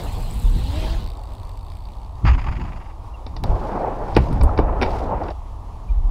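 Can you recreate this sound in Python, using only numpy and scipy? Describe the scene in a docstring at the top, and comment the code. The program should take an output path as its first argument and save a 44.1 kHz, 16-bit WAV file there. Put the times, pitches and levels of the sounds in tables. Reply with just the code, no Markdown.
"""Bikes on hollow wooden ramps

An outdoor skatepark in three joined shots. A bike passes on roaring tyres, its freewheel buzzing as clicks in a hub;
it jumps, lands with a boom and rattles away as clacks in a ringing frame. From a second spot, close by, a rider
crashes: blows ring wood, tubes and small parts over rubbing noise; then the first spot again. Far city traffic
is shaped noise, wind on the microphone is low noise in gusts, and a thin whine is two beating tones."""
import sys
import numpy as np
from scipy import signal
from scipy.fft import rfft, irfft, next_fast_len
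from scipy.io import wavfile
from scipy.ndimage import uniform_filter1d, map_coordinates

SR = 44100
rng = np.random.default_rng(int(sys.argv[2]) if len(sys.argv) > 2 else 0)


def linear_from_db(decibels):
    """Turn decibels (scalar or array-like) into linear amplitude factors; 0 gives 1."""
    return 10 ** (np.asarray(decibels, float) / 20)


def pcm_store(signal):
    """Save signal as 16-bit PCM."""
    levels = np.round(np.clip(np.atleast_2d(signal), -1, 1) * 32767)
    wavfile.write(sys.argv[1], SR, levels.astype(np.int16).T)


N = 269010  # length [samples]
TIME = np.arange(N) / SR  # [s]

# Colour of wheels on plywood: (frequency [Hz], relative density [dB])
ROAR_COLOUR = [(200, -14), (550, -12), (850, -10.5), (1370, -26.5), (3000, -49), (9000, -120)]
# Low ground, wind on the microphone and wheels drumming the decks: (time [s], rumble [dB], drumming [dB])
LOW_GROUND = [(0, -34, -35), (.08, -24.5, -34), (1.0, -21, -35), (1.15, -30.5, -49), (2.2, -32, -46),
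              (2.6, -26.5, -30), (2.9, -33, -50), (3.24, -32, -53.5), (3.44, -25.5, -28), (3.7, -30.5, -47),
              (4.05, -29, -39), (4.5, -25, -52), (4.8, -22, -35.5), (5.34, -29, -53), (6.1, -35.5, -38.5)]
# Weight dropping on a hollow ramp: (time [s], hold of the boom [s], boom [dB], boards [dB])
RAMP_THUDS = [(0.558, 0, -41, -26), (2.249, 0.091, -11, -14.5), (2.47, 0.024, -18, -35.5),
              (3.504, 0, -9, -49), (4.176, 0.013, -9.5, -13.5), (4.311, 0.049, -20.5, -17.5),
              (4.415, 0.0064, -4, -22), (4.593, 0.081, -15.5, -20.5)]
BOOM_FALL_DB_PER_S = 220


def unit(x):
    """Scale to rms 1."""
    return x / np.sqrt(np.mean(x ** 2) + 1e-20)


def curves(rows, outside=-120):
    """One value per sample for each column after the time; None holds the end values."""
    s, *cols = np.transpose(rows)
    return [np.interp(TIME, s, c, outside, outside) for c in cols]


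def wobble(rate):
    """A smooth random curve, rate knots a second."""
    knots = rng.standard_normal(int(N * rate / SR) + 4)
    return map_coordinates(knots, [np.arange(N) * rate / SR])


def filtered(x, response):
    """Multiply the spectrum of x by a complex response of frequency."""
    m = next_fast_len(N + 8192)
    return irfft(rfft(x, m) * response(np.fft.rfftfreq(m, 1 / SR)), m)[:N]


def colour(points):
    """Gain through (Hz, dB) points on a log frequency axis."""
    f, db = np.transpose(points)
    return lambda hz: linear_from_db(np.interp(np.log(hz + 1), np.log(f + 1), db))


def body(modes):
    """Causal response of (Hz, width Hz, dB) resonances, with alternating signs."""
    def response(f):
        total = 0
        for k, (centre, width, db) in enumerate(modes):
            damping = 1j * f * width
            total = total + (-1) ** k * linear_from_db(db) * damping / (centre * centre - f * f + damping)
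        return total
    return response


def dull(x, top_hz):
    """Weaken steeply what lies above top_hz."""
    return filtered(x, lambda f: 1 / (1 + (f / top_hz) ** 8))


def rush(response, patchy_db):
    """Coloured noise of rms 1 with patches of random gain in time and frequency."""
    z = signal.stft(rng.standard_normal(N), nperseg=512)[2]
    field = uniform_filter1d(rng.standard_normal(z.shape), 5, 0)
    field = uniform_filter1d(field, 8, 1)
    patchy = signal.istft(z * linear_from_db(patchy_db * unit(field)), nperseg=512)[1][:N]
    return unit(filtered(patchy, response))


def steady(x, seconds):
    """Even out the chance swells of narrow noise that are slower than seconds."""
    power = np.abs(uniform_filter1d(x * x, max(3, int(seconds * SR))))
    return unit(x / np.sqrt(power + 0.018))


def bursts(times, levels_db, lengths, attack=0.0008):
    """Envelope of sudden contacts that die by 60 dB in their length [s]."""
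    out, t = np.zeros(N + SR), np.arange(SR // 4) / SR
    for s, db, life in zip(times, levels_db, lengths):
        out[round(s * SR):][:len(t)] += linear_from_db(db - 60 * t / life) * (1 - np.exp(-t / attack))
    return out[:N]


def swells(times, holds, levels_db, fall_db_per_s):
    """Sum of gains that rise at 800 dB/s to a level, hold it and fall away."""
    total = np.zeros(N)
    for s, hold, db in zip(times, holds, levels_db):
        before = 800 * (s - TIME)
        after = fall_db_per_s * (TIME - s - hold)
        total += linear_from_db(db - np.maximum(0, np.maximum(before, after)))
    return total


def struck(envelope, modes):
    """Contact noise under an envelope rings a body."""
    noise = np.tanh(rng.standard_normal(N))  # an even grain, so that strength follows the envelope
    return filtered(envelope * noise, body(modes)) / np.std(filtered(noise, body(modes)))


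def passing_bike():
    """Tyres roar, hiss and hum; the freewheel's pawls click in the steel hub."""
    # The pass: (time [s], tyre roar [dB], tyre hiss or low hub ring [dB], high hub ring [dB])
    pass_levels = [(0, -34, -43.5, -53), (0.15, -39, -46, -56), (0.4, -49.5, -47.5, -52.5),
                   (0.65, -43.5, -43, -56.5), (0.85, -35.5, -37, -59.5), (1.03, -44, -44.5, -65),
                   (1.12, -48, -57, -64.5), (1.8, -58, -56.5, -64.5), (2.2, -72, -67, -80)]
    # Tread hum, at last speeding up toward the lip: (time [s], pitch [Hz], hum [dB], octave [dB])
    tread = [(.3, 252, -49, -54), (.55, 237.2, -43, -48), (.68, 259.3, -41.5, -52),
             (.79, 314.5, -39.5, -40), (.98, 338, -46.5, -45)]
    # Freewheel rolling, then in the air, wavering as the bike turns: (time [s], click rate [1/s])
    pawls = [(0, 190), (.55, 120), (.75, 170), (1, 126), (1.1, 66), (1.2, 43), (1.31, 66), (1.42, 60),
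             (1.49, 42.6), (1.56, 54), (2.2, 67)]
    # Tyre hiss: (frequency [Hz], relative density [dB])
    hiss_colour = [(1400, -5), (2600, -1.5), (3300, -0.5), (4050, 1.5), (5600, -12.5), (13000, -24)]
    # Low ring of the hub shell: (centre [Hz], width [Hz], relative level [dB])
    shell_modes = [(2400, 900, -6), (3700, 380, 0), (4550, 380, 0)]
    # High ring of the hub: (centre [Hz], width [Hz], relative level [dB])
    hub_modes = [(7740, 930, 8), (9730, 1600, 5), (12700, 3300, 2), (14800, 1500, 3)]

    roar_db, mid_db, hub_db = curves(pass_levels)
    hz, hum_db, octave_db = curves(tread)
    speed = np.maximum(hz, 0) * (1 + 0.018 * wobble(30.9))  # zero outside the table
    turn = 2 * np.pi * np.cumsum(speed) / SR
    tones = linear_from_db(hum_db) * np.sin(turn) + linear_from_db(octave_db) * np.sin(2 * turn)
    hum = np.sqrt(2) * linear_from_db(2 * wobble(25)) * tones

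    rate, = curves(pawls, None)
    teeth = np.cumsum(rate * (1 + 0.019 * wobble(40))) / SR
    # each tooth snaps with uneven size and fades by 60 dB in 12 ms, over a constant floor
    since = (teeth % 1) / rate
    size_db = 3.2 * rng.standard_normal(N)[teeth.astype(int)]
    snap = linear_from_db(size_db - 60 * since / .012) + .1
    clicks = snap * rush(np.ones_like, patchy_db=2)

    # once the tyres leave the ramp their hiss stops and the hub's low ring is left
    airborne = np.clip((TIME - 1.0) / .06, 0, 1)
    hiss = rush(colour(hiss_colour), patchy_db=3.0)
    low_ring = unit(filtered(clicks, body(shell_modes)))
    mid = (1 - airborne) * hiss + airborne * low_ring
    high_ring = unit(filtered(clicks, body(hub_modes)))
    roar = linear_from_db(roar_db + 1.8 * wobble(20)) * rush(colour(ROAR_COLOUR), patchy_db=2.5)
    return roar + hum + linear_from_db(mid_db) * mid + linear_from_db(hub_db) * high_ring


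def rattle():
    """Frame and chain clack in clusters of ticks; each clack catches each resonance more or less."""
    # The wheels land, then frame and chain clack unevenly: (time [s], relative level [dB])
    jolts = [(2.2479, -14), (2.264, -15), (2.272, -12), (2.2807, -13.5), (2.297, -24), (2.31, -23),
             (2.329, -21), (2.344, -23), (2.377, -24.5), (2.389, -21.5), (2.4127, -23), (2.4393, -22),
             (2.4633, -22), (2.4817, -22.5)]
    # Loose parts settle into a steady shake: (start [s], end [s], gap [s])
    shake_span = (2.512, 2.9, .0412)
    # Frame resonances: (centre [Hz], width before the filter is cubed [Hz], relative level [dB])
    frame_modes = [(964, 870, -8), (2010, 1620, -13), (2680, 600, -23), (4770, 1100, -27),
                   (6450, 760, -38.5), (7000, 670, -38)]

    shake = np.arange(*shake_span)
    chance = rng.standard_normal((len(shake), 2))
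    shake_db = -26.5 - 29 * (shake - shake[0]) + 1.8 * chance[:, 0]  # fades 29 dB/s, scatters 1.8 dB
    shake = shake + .0015 * chance[:, 1]  # scatter in time [s]
    second = shake + .3 * np.gradient(shake)  # each shake strikes again 0.3 of the gap later
    jolt, jolt_db = np.transpose(jolts)
    s, db = np.r_[jolt, shake, second], np.r_[jolt_db, shake_db, shake_db]
    clacks = bursts(s, db, 0 * s + 0.07, attack=0.003) * unit(linear_from_db(1.8 * wobble(400)))
    sound = np.zeros(N)
    for hz, width, level_db in frame_modes:
        steep = lambda f: body([(hz, width, 0)])(f) ** 3
        noise = np.tanh(rng.standard_normal(N))
        caught = linear_from_db(level_db + 2 * wobble(60))
        sound += filtered(clacks * caught * noise, steep) / np.std(filtered(noise, steep))
    return sound


def blows():
    """Blows knock boards, clank in tubes, clink in small parts and echo; one row adds to the join's click."""
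    # Blows, and at 3.4372 s the click at the join of two shots; levels before the trims below:
    # (time [s], clank [dB], knock above clank [dB], clink above clank [dB])
    hits = [(3.2639, -36, 14, 4), (3.364, -31, 8.5, 3.5), (3.4372, -31, 15.5, 5.5), (4.1488, -32, -9, 5.5),
            (4.1641, -3.5, 7.5, -15.5), (4.325, -35, 1, -3.5), (4.411, -24.5, 8.5, -3.5),
            (4.433, -43.5, 29.5, 4), (4.575, -23, 7, -4), (4.587, -18, 14.5, -14), (4.8135, -15, 5.5, -11),
            (4.821, -12, -0.5, -4), (4.828, -13.5, 3.5, -12), (4.86, -26, 11, -11), (4.9053, -32, 3, -3),
            (5.235, -39, 19, 1.5), (5.283, -26.5, 8, -12), (5.303, -42, 8, 6)]
    # Resonances of the boards: (centre [Hz], width [Hz], relative level [dB])
    wood = [(302, 147, -7.5), (530, 236, -8.5), (778, 273, -6.5), (981, 385, -11)]
    # The frame's clank: (centre [Hz], width [Hz], relative level [dB])
    tubes = [(1440, 130, 13), (1920, 180, 10), (2283, 127, 15), (2910, 700, 4.5)]
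    # Small steel parts: (centre [Hz], width [Hz], relative level [dB])
    parts = [(3600, 130, 4), (4000, 300, 0), (4650, 300, 3), (5550, 450, 0)]
    # Bright edge of each row: (centre [Hz], width [Hz], relative level [dB])
    shine = [(8100, 2200, -3.5), (10400, 1900, 0)]
    # Bright glancing scuffs: (time [s], level [dB])
    swishes = [(4.326, -49), (4.433, -35)]
    # Short knocks on a board: (time [s], level [dB], pitch [Hz])
    hollow_knocks = [(3.7765, -12, 818), (3.805, -11, 616), (3.846, -10, 810), (3.884, -18, 840),
                     (4.492, -17.5, 1270)]

    s, db, knock_db, clink_db = np.transpose(hits)

    def blow(level_db, life):
        echo = bursts(s, level_db - 20, 0 * s + .15)  # from the ramps
        return bursts(s, level_db, 0 * s + life) + echo

    knock = dull(struck(blow(db + knock_db - 6.5, 0.053), wood), top_hz=1970)
    clank = dull(struck(blow(db - 5, 0.019), tubes), top_hz=4360)
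    clink = dull(struck(blow(db + clink_db - 2.5, 0.016), parts), top_hz=6000)
    swish, swish_db = np.transpose(swishes)
    edge_s = np.r_[s, swish]
    bright = bursts(edge_s, np.r_[db - 38, swish_db], 0 * edge_s + 0.045)
    hollow = np.zeros(N)
    for at, level_db, hz in hollow_knocks:
        hollow += bursts([at], [level_db], [0.028]) * np.sin(2 * np.pi * hz * (TIME - at))
    return knock + clank + clink + struck(bright, shine) + hollow


def near_ramp():
    """Wheels and bodies rub the nearer ramp: a lumpy roar with a gritty scrape on top."""
    # The rubbing: (time [s], roar [dB], scrape [dB])
    rubbing = [(3.44, -31.5, -55.5), (3.6, -29.5, -52.5), (3.82, -24, -56), (4.0, -29.5, -59),
               (4.22, -31, -47), (4.4, -29, -56), (4.7, -26, -71), (4.92, -26.5, -46), (5.03, -28.5, -51.5),
               (5.13, -25, -63.5), (5.32, -30, -53)]
    # Scrape: (frequency [Hz], relative density [dB])
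    scrape_colour = [(900, -6), (1400, -1.5), (2300, -3.5), (3000, -5.5), (5200, -7.5), (6200, -14.5),
                     (15000, -29)]

    roar, scrape = uniform_filter1d(linear_from_db(curves(rubbing)), size=130)  # starts and stops within 3 ms
    roar = roar * linear_from_db(1.4 * wobble(70)) * rush(colour(ROAR_COLOUR), patchy_db=1.5)
    grit = unit(linear_from_db(2.5 * wobble(150)))
    return roar + scrape * grit * rush(colour(scrape_colour), patchy_db=1)


def squeaks():
    """Rubber squeaks as short gliding tones."""
    # Squeaks: (time [s], length [s], start pitch [Hz], end pitch [Hz], peak [dB])
    glides = [(3.135, .028, 2850, 2690, -47), (5.105, .055, 880, 930, -26), (5.883, .024, 2420, 2380, -49)]

    out = np.zeros(N)
    for s, length, start_hz, end_hz, db in glides:
        n = int(length * SR)
        tone = np.sin(2 * np.pi * np.cumsum(np.linspace(start_hz, end_hz, n)) / SR)
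        out[int(s * SR):][:n] += linear_from_db(db) * np.hanning(n) ** .5 * tone
    return out


def cut_click():
    """A sudden step at the join of two shots, falling with a 0.3 ms time constant."""
    t = TIME - 3.4383
    return linear_from_db(-14) * (t >= 0) * np.exp(-np.abs(t) / .0003)


def drumming_decks():
    """Rolling wheels and dropping weight set the hollow ramps' boards humming."""
    # Resonances of the ramp's boards: (centre [Hz], width [Hz], relative level [dB])
    deck_modes = [(104.8, 20, 6.5), (192, 266, -7)]

    _, deck_db = curves(LOW_GROUND, None)
    s, _, _, boards_db = np.transpose(RAMP_THUDS)
    drum = linear_from_db(deck_db) + swells(s, 0 * s, boards_db, fall_db_per_s=209)
    boards = body(deck_modes)
    noise = rush(lambda f: boards(f) / (1 + (f / 320) ** 4), patchy_db=1.0)
    return drum * steady(noise, seconds=0.0375)


def wind_and_booms():
    """Wind pushes on the microphone and hollow ramps boom, as low noise that swells and falls."""
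    # Low rumble: (frequency [Hz], relative density [dB])
    rumble_colour = [(15, -12), (28, 1.5), (60, -2), (100, -9.5), (300, -120)]
    # Gusts: (frequency [Hz], relative density [dB])
    gust_colour = [(15, -25.5), (35, 5), (55, -11.5), (80, -22), (200, -120)]
    # Wind gusts on the microphone: (time [s], hold [s], level [dB])
    gusts = [(0.447, 0.079, -12.5), (5.903, 0.23, -15.5)]

    def low(points):
        return steady(rush(colour(points), patchy_db=2.5), seconds=0.075)

    rumble_db, _ = curves(LOW_GROUND, None)
    s, hold, boom_db, _ = np.transpose(RAMP_THUDS)
    rumble = linear_from_db(rumble_db) * low(rumble_colour)
    gust = swells(*np.transpose(gusts), BOOM_FALL_DB_PER_S) * low(gust_colour)
    boom = swells(s, hold, boom_db, BOOM_FALL_DB_PER_S) * low(rumble_colour)
    return rumble + gust + boom


def far_traffic():
    """City traffic far off: coloured noise whose level wavers slowly and quickly."""
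    # Traffic: (frequency [Hz], relative density [dB])
    traffic_colour = [(100, -21), (280, -7.5), (530, -10.5), (900, -2.5), (1150, -8.5), (1490, -26.5),
                      (3170, -29), (6500, -35.5), (15500, -47.5)]

    level_db = -44.5 + .7 * wobble(2.6) + .9 * wobble(15)
    return linear_from_db(level_db) * rush(colour(traffic_colour), patchy_db=1)


def thin_whine():
    """A faint high whine: a close pair of tones beating."""
    # The pair: pitches [Hz]
    whine_hz = [10700, 10725]

    return linear_from_db(-79) * sum(np.sin(2 * np.pi * hz * TIME) for hz in whine_hz)


def scene():
    """Everything as one microphone hears it."""
    bike = passing_bike() + rattle()
    crash = blows() + near_ramp() + squeaks() + cut_click()
    surroundings = drumming_decks() + wind_and_booms() + far_traffic() + thin_whine()
    return (bike + crash + surroundings)[None]


def band_limit(x):
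    """A steep low-pass at the top of the band."""
    return signal.sosfilt(signal.butter(12, 16480, fs=SR, output="sos"), x)


def record(dry):
    """The input stage clips the loudest peaks and keeps nothing above its band limit."""
    clipped = np.clip(dry[0], -.9, .9)
    finished = filtered(clipped, lambda f: f < 15800)
    return band_limit(finished[None])


dry = scene()
out = record(dry)
pcm_store(out)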